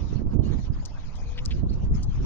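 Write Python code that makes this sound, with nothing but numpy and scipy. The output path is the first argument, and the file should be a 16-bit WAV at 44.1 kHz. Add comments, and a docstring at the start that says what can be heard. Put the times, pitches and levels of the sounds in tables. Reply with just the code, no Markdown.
"""Dull thuds and rumble of wind, buffeting the two microphone ports separately in an outdoor sand arena.
Stronger wind is louder and brighter; single strong eddies thud.
Behind it hooves throw up short crunches of sand, bursts of tiny grit clicks.
Songbirds whistle and trill, with one faint low hoot, over a soft distant hiss."""
import sys
import numpy as np
from scipy import signal
from scipy.io import wavfile
from scipy.ndimage import uniform_filter1d

SR = 44100
rng = np.random.default_rng(int(sys.argv[2]) if len(sys.argv) > 2 else 0)


def wrap_up_sound(samples):
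    """Save the sound to the file named by the first command line argument, as 16-bit audio."""
    columns = np.atleast_2d(samples).T
    # keep every value between -1 and 1, then stretch to whole-number steps
    tamed = np.clip(columns, -1, 1)
    steps = np.round(tamed * 32767).astype(np.int16)
    wavfile.write(sys.argv[1], SR, steps)


N = 99313
RIGHT_DELAY_S = .0001


def amp(db):
    return 10 ** (np.asarray(db) / 20)


def unit_rms(x):
    return x / np.sqrt(np.mean(x ** 2) + 1e-20)


def spectrum_gain(table, hz):
    table_hz, db = np.transpose(table)
    return amp(np.interp(np.log(hz + 1), np.log(table_hz + 1), db))


def wander(n, span):
    """Smooth random drift at unit RMS; span in samples."""
    return unit_rms(uniform_filter1d(uniform_filter1d(rng.standard_normal(n), span), span))


def noise_spectra(size):
    """Random short-time spectra with their times and frequencies."""
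    frames = N * 4 // size + 5
    real, imag = rng.standard_normal((frames, size // 2 + 1, 2)).T
    return real + 1j * imag, np.arange(frames) * size / 4 / SR, np.fft.rfftfreq(size, 1 / SR)[:, None]


def place(mix, start_s, sound, pan_db):
    """Adds a sound, left port first; gain is 1.5 x pan_db left, 0.5 x pan_db right."""
    for channel in (0, 1):
        part = mix[channel, round((start_s + channel * RIGHT_DELAY_S) * SR):][:len(sound)]
        part += amp(pan_db * (1.5 - channel)) * sound[:len(part)]


# Hiss spectrum: (frequency [Hz], relative level [dB])
HISS_SPECTRUM = [(150, -36), (400, -5), (700, -4.5), (1100, -5), (1500, -8), (2200, -5), (4000, -5.5),
                 (6900, -8), (7400, -23), (7900, -70)]
# Treble envelope: (time [s], relative level [dB])
HISS_TREBLE = [(0, -57), (.19, -55.5), (.25, -81), (.34, -57.5), (.39, -104.5), (.44, -56), (.67, -58.5),
               (.705, -77), (.74, -60.5), (1.6, -57.5), (1.64, -77.5), (1.7, -63.5), (1.87, -63),
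               (1.915, -81), (1.95, -54), (2.08, -69), (2.17, -56.5)]


def distant_hiss():
    """Soft stereo hiss in drifting patches; the treble dips briefly and is stronger on the left."""
    base_db, treble_ref_db, treble_hz, coherence = -46, -45.5, 1650, .19
    left, t, hz = noise_spectra(512)
    independent = noise_spectra(512)[0]
    delayed = left * np.exp(-2j * np.pi * hz * RIGHT_DELAY_S)
    right = coherence * delayed + np.sqrt(1 - coherence ** 2) * independent
    patches = rng.standard_normal(left.shape[::-1]).T
    patches = unit_rms(uniform_filter1d(uniform_filter1d(patches, 8, axis=0), 12, axis=1))
    patch_db = .55 * patches * (5.5 + hz / treble_hz)
    treble_db = np.interp(t, *np.transpose(HISS_TREBLE)) - treble_ref_db
    shelf_db = treble_db / (1 + (treble_hz / (hz + 1)) ** 6)
    shape = spectrum_gain(HISS_SPECTRUM, hz)
    gain = shape / np.linalg.norm(shape) * amp(base_db + shelf_db + patch_db)
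    tilt = amp(1.5 * hz / treble_hz)  # the right port is shaded from the treble
    spectra = np.array([left * tilt, right / tilt]) * gain
    return signal.istft(spectra, nperseg=512, noverlap=384)[1][:, :N]


# Bird notes: (time [s], length [s], start [Hz], middle [Hz], end [Hz], base level [dB], pan [dB])
BIRD_NOTES = [(.418, .085, 3350, 2850, 3450, -54, -6), (.418, .09, 4150, 4400, 4400, -54, -8),
              (0.898, 0.135, 2700, 2540, 2190, -55.5, -8), (1.22, .009, 4100, 5000, 5700, -57, -20),
              (1.227, .041, 5700, 5050, 4250, -53, -20), (1.385, 0.065, 2450, 2030, 1900, -56, -6),
              (1.528, 0.023, 4220, 4600, 5100, -55, -8), (1.69, 0.017, 3900, 4450, 4950, -59, 8),
              (1.83, 0.036, 4950, 4700, 4550, -55.5, -12), (2.077, 0.08, 3750, 3150, 3800, -55.5, -7),
              (2.062, .075, 4200, 4200, 4350, -56.5, -10)]
# Faint low whistle: columns as BIRD_NOTES
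LOW_HOOTS = [(1.2, 0.287, 441, 487.5, 496, -54, 0.0075)]


def bird_whistle(length_s, start_hz, middle_hz, end_hz, db):
    """A pure tone gliding along a parabola, slightly unsteady in pitch and level."""
    waver_ratio, flutter_db = .013, 2.5
    progress = np.arange(0, length_s, 1 / SR) / length_s
    glide_hz = np.polyval(np.polyfit([0, .5, 1], [start_hz, middle_hz, end_hz], 2), progress)
    waver = unit_rms(uniform_filter1d(rng.standard_normal(len(progress)), size=90))
    hz = glide_hz * (1 + waver_ratio * waver)
    flutter = wander(len(progress), span=200)
    envelope = amp(db + flutter_db * flutter) * np.sqrt(np.sin(np.pi * progress))
    return envelope * np.sin(2 * np.pi * np.cumsum(hz) / SR)


def bird_trill(length_s=.205, flicks_per_s=56.5, low_hz=2100, rise_hz=430, db=-54):
    """Quick upward flicks of a whistle, one after another."""
    t = np.arange(0, length_s, 1 / SR)
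    progress = t * flicks_per_s % 1
    hz = low_hz + rise_hz * np.sin(np.pi * .6 * progress)
    envelope = amp(db) * np.sin(np.pi * progress) * np.minimum(t / .012, 1)
    return envelope * np.sin(2 * np.pi * np.cumsum(hz) / SR)


# Hooves in sand: (time [s], base level [dB], centre [Hz], hold [s], pan [dB])
HOOF_CRUNCHES = [(0.8515, -51, 5600, 0.008, 9), (1.3745, -45, 2700, 0.014, 5),
                 (1.452, -45, 6000, 0.0022, 10), (1.4572, -45, 6000, 0.003, 10),
                 (1.506, -46, 3000, .015, 5), (2.027, -54, 5940, 0.012, 8), (1.153, -66, 5500, 0.014, 8),
                 (1.73, -67, 5500, 0.012, 8)]


def sand_crunch(db, centre_hz, hold_s):
    """Sand thrown by a hoof: random grit clicks in a broad band, held briefly, then dying away."""
    clicks_per_s, spread_db = 3900, 3.5
    t = np.arange(0, hold_s * 4, 1 / SR)
    chance, size, polarity = rng.random((len(t), 3)).T
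    clicks = (chance < clicks_per_s / SR) * np.sign(polarity - .5)
    grit = clicks * amp(-spread_db * np.log(size + .01))
    band = np.hstack(signal.iirpeak(centre_hz, Q=1.2, fs=SR))
    crunch = unit_rms(signal.sosfilt(np.tile(band, (3, 1)), grit))
    attack = np.minimum(t * 600, 1)
    decay = np.exp(-np.maximum(t / hold_s - 1, 0) / .45)
    return amp(db) * crunch * attack * decay


# Turbulence spectrum at unit speed: (frequency [Hz], relative level [dB])
EDDY_SPECTRUM = [(10, -38.5), (25, 4), (50, 5), (90, -3), (180, -8.5), (300, -17.5), (450, -28), (700, -40),
                 (1200, -73.5)]
# Wind strength per port: (time [s], level [dB])
GUSTS_LEFT = [(0, -36), (.26, -30), (.42, -29.5), (.64, -35), (.79, -26), (.92, -34.5), (1.25, -29),
              (1.49, -30), (1.68, -28.5), (1.76, -29), (1.92, -21.5), (2.02, -26.5), (2.15, -21)]
GUSTS_RIGHT = [(0, -21.5), (.08, -27), (.2, -23), (.3, -26), (.4, -18.5), (.58, -22), (.66, -29),
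               (.78, -26), (.83, -32), (1.38, -33.5), (1.5, -25), (1.63, -22), (1.88, -26), (2.06, -25.5),
               (2.14, -36.5), (2.2, -21.5)]


def wind_rumble(gusts, speed_ratio):
    """Lumpy turbulence at one port: faster air is louder and brighter."""
    full_gust_db, db_per_octave, lump_db, lump_s = -27, 26, 2, .015
    gust_s, gust_db = np.transpose(gusts)
    spectra, frame_s, hz = noise_spectra(2048)
    speed = speed_ratio * 2 ** ((np.interp(frame_s, gust_s, gust_db) - full_gust_db) / db_per_octave)
    shape = spectrum_gain(EDDY_SPECTRUM, hz / speed)
    spectra = spectra * shape / np.linalg.norm(shape, axis=0)
    rumble = signal.istft(spectra, nperseg=2048, noverlap=1536)[1][:N]
    lumps = amp(lump_db * wander(N, span=round(lump_s * SR)))
    return unit_rms(rumble * lumps) * amp(np.interp(np.arange(N) / SR, gust_s, gust_db))


# Single strong eddies per port: (time [s], level [dB], pitch [Hz])
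THUDS_LEFT = [(1.484, -13.5, 51), (1.589, -14, 69.5), (1.671, -18.5, 55.3), (1.839, -15, 80),
              (1.927, -9, 71), (2.093, -11.5, 97)]
THUDS_RIGHT = [(0.13, -16, 216), (0.157, -18, 101), (0.219, -16, 254), (0.268, -9.5, 55.4),
               (.342, -17.5, 230), (0.354, -10.5, 67.6), (0.397, -1, 77), (0.704, -9, 76.3),
               (1.637, -11.5, 77.3), (1.71, -24.5, 200), (1.776, -24, 130), (1.841, -13, 112.6),
               (1.911, -19, 170), (1.954, -8.5, 109)]


def wind_buffeting(rumble, thuds):
    """Rumble plus thuds: each strong eddy is a short pressure pulse, and fine turbulence flares round it."""
    flare_db, flare_s, width_cycles = 9, .014, .29
    t = np.arange(N) / SR
    fine = signal.lfilter(*signal.butter(1, 200, "high", fs=SR), rumble)
    flare = np.minimum(sum(np.exp(-((t - time_s) / flare_s) ** 2) for time_s, _, _ in thuds), 1)
    wind = rumble + fine * (amp(flare_db * flare) - 1)
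    wind = signal.sosfilt(signal.butter(4, 1500, fs=SR, output="sos"), wind)
    for time_s, db, hz in thuds:
        cycles = (t - time_s) * hz
        envelope = amp(db) * np.exp(-(cycles / width_cycles) ** 2)
        wind += envelope * np.sin(2 * np.pi * (cycles + rng.random()))
    return wind


def scene():
    mix = distant_hiss()
    mix[0] += wind_buffeting(wind_rumble(GUSTS_LEFT, speed_ratio=.61), THUDS_LEFT)  # sheltered port
    mix[1] += wind_buffeting(wind_rumble(GUSTS_RIGHT, speed_ratio=.98), THUDS_RIGHT)
    for time_s, db, centre_hz, hold_s, pan_db in HOOF_CRUNCHES:
        place(mix, time_s, sand_crunch(db, centre_hz, hold_s), pan_db)
    for time_s, *note, pan_db in BIRD_NOTES + LOW_HOOTS:
        place(mix, time_s, bird_whistle(*note), pan_db)
    place(mix, 1.178, bird_trill(), pan_db=-1.5)
    return mix


def record(dry):
    """Microphone: dull above a knee, band-limited, with a small DC offset on the right."""
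    knee_hz, limit_hz, shelf_gain, right_offset = 6670, 15100, amp(-5.5), .0135
    hz = [0, knee_hz - 300, knee_hz + 300, limit_hz - 200, limit_hz, SR / 2]
    taps = signal.firwin2(511, hz, [1, 1, shelf_gain, shelf_gain / 2, 0, 0], fs=SR)
    return signal.oaconvolve(dry, taps[None], "same") + [[0], [right_offset]]


dry = scene()
out = record(dry)
wrap_up_sound(out)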